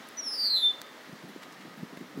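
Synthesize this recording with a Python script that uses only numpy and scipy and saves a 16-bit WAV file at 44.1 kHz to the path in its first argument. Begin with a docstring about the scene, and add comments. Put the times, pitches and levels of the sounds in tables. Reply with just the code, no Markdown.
"""One high falling whistle sounds outdoors, probably from a bird: clean at both ends, with a fast
buzzing trill in the middle, where its pitch and loudness are modulated. The ground and the
surroundings reflect it. Under it lies a quiet wash with a faint far hum. Dry stalks tick and snap,
leaves brush close by, and soft low bumps ring in the hand-held camera as it is moved."""
import sys
import numpy as np
from scipy import signal
from scipy.fft import rfft, irfft
from scipy.io import wavfile
from scipy.ndimage import uniform_filter1d

SR = 44100
rng = np.random.default_rng(int(sys.argv[2]) if len(sys.argv) > 2 else 0)


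def dump(signal):
    """Clip the signal to [-1, 1] and save it as 16-bit WAV at the path in sys.argv[1]."""
    limited = np.clip(np.atleast_2d(signal).T, -1, 1)
    pcm = np.round(limited * 32767).astype(np.int16)
    wavfile.write(sys.argv[1], SR, pcm)


N = 97020
T = np.arange(N) / SR
FREQS = np.fft.rfftfreq(N, 1 / SR)


def amp(db):
    """Converts decibels to an amplitude ratio."""
    return 10 ** (np.asarray(db) / 20)


def unit_rms(x):
    """Normalises a signal to rms 1."""
    return x / np.sqrt(np.mean(x ** 2) + 1e-20)


def spectrum_at(points, hz):
    """Interpolates a spectrum on a log-frequency axis."""
    f, value = np.transpose(points)
    return np.interp(np.log(hz + 1), np.log(f + 1), value)


def band(centre_hz, octaves):
    """A bell-shaped gain over FREQS that halves this many octaves from its centre."""
    return 1 / (1 + (np.log2((FREQS + 1) / centre_hz) / octaves) ** 2)


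def add(mix, start_s, sound):
    """Superposes a sound on the mix from start_s on."""
    part = mix[max(round(start_s * SR), 0):][:len(sound)]
    part += sound[:len(part)]


def noise(gain):
    """White noise filtered by a gain over FREQS, at rms 1."""
    return unit_rms(irfft(rfft(rng.standard_normal(N)) * gain, N))


def drift(rate_hz):
    """Low-pass noise: a random wander of rms 1."""
    return noise(np.exp(-(FREQS / rate_hz) ** 2))


def distant_wash():
    """Broadband noise, slightly uneven in time and frequency, fades slowly."""
    # Each row: frequency in Hz, relative spectral level in dB.
    air = [(88, -39), (150, -10.5), (274, 1), (308, -0.5), (353, -4.5), (421, -2), (492, -3.5), (634, -3.5),
           (741, -5.5), (1280, -5), (1460, -7), (1890, -4), (2530, -12), (3450, -11.5), (5620, -17.5),
           (9140, -27), (15800, -28)]
    bass_hz, patchy_db, fall_db_per_s = 170, 0.62, 1.22
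    hz, _, spectra = signal.stft(rng.standard_normal(N), SR, nperseg=2048, noverlap=1536)
    patches = uniform_filter1d(rng.standard_normal(spectra.shape), size=14, axis=0)
    patches = unit_rms(uniform_filter1d(patches, size=6, axis=1))
    colour = amp(spectrum_at(air, np.maximum(hz, bass_hz))) * np.minimum(hz / bass_hz, 1) ** 2
    spectra = spectra * colour[:, None] * amp(patchy_db * patches)
    wash = unit_rms(signal.istft(spectra, SR, nperseg=2048, noverlap=1536)[1][:N])
    return wash * amp(-48 - fall_db_per_s * T)


def far_hum():
    """Narrow bands of noise are heard as wavering tones, since their components beat."""
    # Each row: centre frequency in Hz, level in dB.
    hum_lines = [(622, -73.5), (1250, -64)]
    width_hz = 13
    return sum(amp(db) * noise(np.exp(-((FREQS - hz) / width_hz) ** 2)) for hz, db in hum_lines)


def handling():
    """Soft impacts excite damped low modes; friction adds noise that swells with each bump."""
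    # Each row: start in seconds, level in dB, pitch in Hz, seconds to decay by 17 dB.
    bumps = [(1.089, -40, 240, 0.026), (1.123, -32, 190, 0.021), (1.233, -35, 199.6, 0.041),
             (1.288, -36.5, 223, 0.017), (1.358, -31, 229, 0.014), (1.577, -43, 206, 0.028),
             (1.648, -39, 261, 0.011), (1.673, -42, 224, 0.014), (1.77, -39.5, 222, 0.071),
             (1.825, -27.5, 183.5, 0.02), (1.924, -36, 227, 0.021), (1.968, -33, 270, 0.0053),
             (2.005, -26.5, 215, 0.016), (2.02, -39.5, 266, 0.033), (2.143, -47, 220, 0.04),
             (2.171, -26.5, 233, .02), (2.185, -32.5, 265, 0.023)]
    # Each row: mode frequency as a multiple of the pitch, relative level in dB.
    bump_modes = [(.9, -4), (1.2, -3), (1.7, -6)]
    # Each row: time in seconds, level of the rubbing in dB.
    rub_levels = [(0, -69), (1.0, -74), (1.12, -61), (1.35, -62), (1.47, -60.5), (1.65, -55.5),
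                  (1.85, -56.5), (2.08, -57), (2.2, -45.5)]
    # Each row: frequency in Hz, relative spectral level of the rubbing in dB.
    rub_colour = [(40, -45), (100, -20), (170, 2.5), (300, -4), (450, -14.5), (800, -27.5), (3000, -44)]
    rise_s, scuff_db, low_cut_hz = 0.00526, -11, 117
    friction = noise(amp(spectrum_at(rub_colour, FREQS)))
    thuds, scuff, t = np.zeros(N), np.zeros(N), T[:SR // 5]
    for start_s, db, hz, decay_s in bumps:
        envelope = amp(db) * np.minimum(t / rise_s, 1) * np.exp(-2 * np.maximum(t - rise_s, 0) / decay_s)
        ring = sum(amp(mode_db) * np.cos(2 * np.pi * hz * ratio * (t - rise_s) + rng.normal(0, 0.83))
                   for ratio, mode_db in bump_modes)
        add(thuds, start_s, .5 * envelope * ring)
        add(scuff, start_s, envelope)
    rubbing = friction * (amp(scuff_db) * scuff + amp(np.interp(T, *np.transpose(rub_levels))))
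    return signal.sosfilt(signal.butter(2, low_cut_hz, "highpass", fs=SR, output="sos"), thuds + rubbing)


def leaves():
    """Brushing leaves emit tiny random impulses that merge into short swells of rustle."""
    # Each row: time of the peak in seconds, level in dB, length in seconds, centre frequency in Hz.
    rustles = [(1.433, -49, 0.03, 1890), (1.532, -57, 0.022, 4500), (1.619, -55.5, 0.024, 2290),
               (1.975, -52, .016, 1580)]
    crackles_per_s = 2300
    out = np.zeros(N)
    for peak_s, db, length_s, hz in rustles:
        impulses = rng.standard_normal(N) * (rng.random(N) < crackles_per_s / SR)
        crackle = unit_rms(irfft(rfft(impulses) * band(hz, octaves=0.82), N))
        out += amp(db) * np.exp(-(2 * (T - peak_s) / length_s) ** 2) * crackle
    return out


def stalks():
    """Dry stalks give transients: one snap with quickly damped modes, and faint ticks of band noise."""
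    # Each row: frequency in Hz, relative level in dB, seconds to decay by 60 dB.
    snap_modes = [(1600, -4.5, 0.0054), (4140, -0.5, .004), (5470, -7, 0.0049), (9200, -25, .003)]
    # Each row: start in seconds, level in dB, decay time constant in seconds, centre frequency in Hz.
    ticks = [(.0725, -53, .001, 10500), (0.088, -37.5, 0.00075, 11600), (.252, -55, .002, 13700),
             (1.28, -61, .018, 11000), (1.77, -60, 0.017, 12500), (1.972, -41.5, 0.0032, 1410),
             (1.968, -65, 0.01, 12000), (1.991, -49.5, 0.0014, 8500)]
    snap_at_s, snap_db, crack_decay_s = .8166, -30, 0.002
    rise_share = 0.28  # of the decay time: longer ticks swell more slowly
    out, t = np.zeros(N), T[:SR // 8]
    ring = sum(amp(db - 60 * t / t60) * np.cos(2 * np.pi * hz * t) for hz, db, t60 in snap_modes)
    crack = amp(-7) * rng.standard_normal(len(t)) * np.exp(-t / crack_decay_s)
    add(out, snap_at_s, amp(snap_db) * (ring + crack))
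    for start_s, db, decay_s, hz in ticks:
        fizz = noise(band(hz, octaves=0.53))[:len(t)]
        envelope = np.minimum(t / (rise_share * decay_s), 1) * np.exp(rise_share - t / decay_s)
        add(out, start_s, amp(db) * envelope * fizz)
    return out


def outdoors(direct):
    """Interference with the ground reflection forms a comb filter; echoes and a scattered tail follow."""
    # Each row: delay of a distant reflection in seconds, relative level in dB.
    echoes = [(.034, -26), (.083, -28.5)]
    ground_share, comb_spacing_hz = 0.48, 586.6
    tail_db, tail_t60_s, tail_rise_s, dull_hz = -18, .5, 0.021, 7100

    def delayed(delay_s):
        return irfft(rfft(direct) * np.exp(-2j * np.pi * FREQS * delay_s), N)
    tail = rng.standard_normal(N) * amp(-60 * T / tail_t60_s) * (1 - np.exp(-T / tail_rise_s))
    scattered = amp(tail_db) * signal.fftconvolve(direct, tail / np.linalg.norm(tail))[:N]
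    far = sum(amp(db) * delayed(delay_s) for delay_s, db in echoes) + scattered
    far = irfft(rfft(far) / np.sqrt(1 + (FREQS / dull_hz) ** 4), N)  # distant reflections lose treble
    return direct + ground_share * delayed(1 / comb_spacing_hz) + far


def whistle():
    """A slower oscillator modulates a falling near-sine in frequency and amplitude, making it buzz."""
    # Each row: time in seconds, pitch in Hz, level in dB, frequency swing of the trill in Hz.
    call = [(0.17, 5970, -48, -10), (0.187, 5930, -38, 0), (.2, 5790, -35.5, 1), (0.218, 5600, -46, 3),
            (0.231, 5590, -33, 20), (0.257, 5510, -37, 73), (.28, 5250, -34.5, 94),
            (.305, 5143, -39.5, 191), (0.339, 5037, -33.5, 254), (0.371, 4843, -38.5, 266),
            (0.401, 4630, -31, 202), (0.419, 4616, -31.5, 210), (.46, 4453, -26.5, 210),
            (.48, 4432, -26, 192.5), (.494, 4330, -32, 203.5), (0.505, 4267, -26.5, 231),
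            (0.519, 4246, -27.5, 187.5), (.555, 4070, -26, 133.5), (.572, 3840, -26, 250),
            (0.601, 3775, -33, 291), (0.618, 3672, -33, 258.5), (0.634, 3554, -27, 38),
            (.65, 3593, -24, 20), (.666, 3551, -24, 5), (.68, 3560, -25.5, -4), (0.702, 3531, -30, -1.5),
            (0.718, 3480, -36, -6), (0.721, 3370, -65, -2.5)]
    # Each row: time in seconds, trill rate in swings per second.
    trill_rates = [(.25, 220), (.35, 263), (.43, 220), (.49, 190), (.54, 195), (.58, 180), (.62, 162)]
    # Each row: time in seconds, then harmonics 2, 3 and 4 in dB relative to the fundamental.
    harmonic_levels = [(.19, -40, -45, -50), (.24, -24, -29, -50), (.3, -14.5, -30, -50),
                       (.38, -19, -22, -50), (.46, -27, -26.5, -50), (0.539, -31, -31, -43),
                       (.61, -28, -19, -35.5), (.655, -45.5, -28.5, -35), (.69, -39.5, -46.5, -45.5),
                       (0.721, -37, -28.5, -42)]
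    rate_jitter, pitch_jitter_hz, blur_rad = 0.018, 11, 0.34
    throb, throb_lag_rad, brightness_swing = 0.58, 0.65, 0.58
    times, *contours = np.transpose(call)
    pitch_hz, level_db, swing_hz = (np.interp(T, times, contour) for contour in contours)
    trill_hz = np.interp(T, *np.transpose(trill_rates)) * (1 + rate_jitter * drift(120))
    trill_phase = 2 * np.pi * np.cumsum(trill_hz) / SR
    hz = pitch_hz + swing_hz * np.sin(trill_phase) + pitch_jitter_hz * drift(300)
    phase = 2 * np.pi * np.cumsum(hz) / SR
    depth = swing_hz / swing_hz.max()
    envelope = amp(level_db) * (T > times[0]) * (T < times[-1])
    envelope *= 1 + throb * depth * np.sin(trill_phase - throb_lag_rad)
    rough_phase = phase + blur_rad * depth * drift(350)  # the trill roughens the overtones
    harmonic_times, *harmonic_dbs = np.transpose(harmonic_levels)
    overtones = sum(amp(np.interp(T, harmonic_times, db)) * np.sin(k * rough_phase)
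                    * (k * pitch_hz < SR / 2) for k, db in enumerate(harmonic_dbs, 2))
    brightness = 1 - brightness_swing * depth * np.sin(trill_phase)  # greatest at the foot of a swing
    return np.sqrt(2) * envelope * (np.sin(phase) + brightness * overtones)


def scene():
    """The reflected whistle, the background and the small near sounds superpose in one channel."""
    return (outdoors(whistle()) + distant_wash() + far_hum() + handling() + stalks() + leaves())[None]


def record(dry):
    """The microphone's low cut and the recorder's treble limit together act as a band-pass filter."""
    low_cut_hz, treble_limit_hz = 84, 15900
    thinned = signal.sosfilt(signal.butter(4, low_cut_hz, "highpass", fs=SR, output="sos"), dry)
    low_pass = signal.firwin(511, treble_limit_hz, window=("kaiser", 9), fs=SR)
    return signal.oaconvolve(thinned, low_pass[None], "same")


dry = scene()
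out = record(dry)
dump(out)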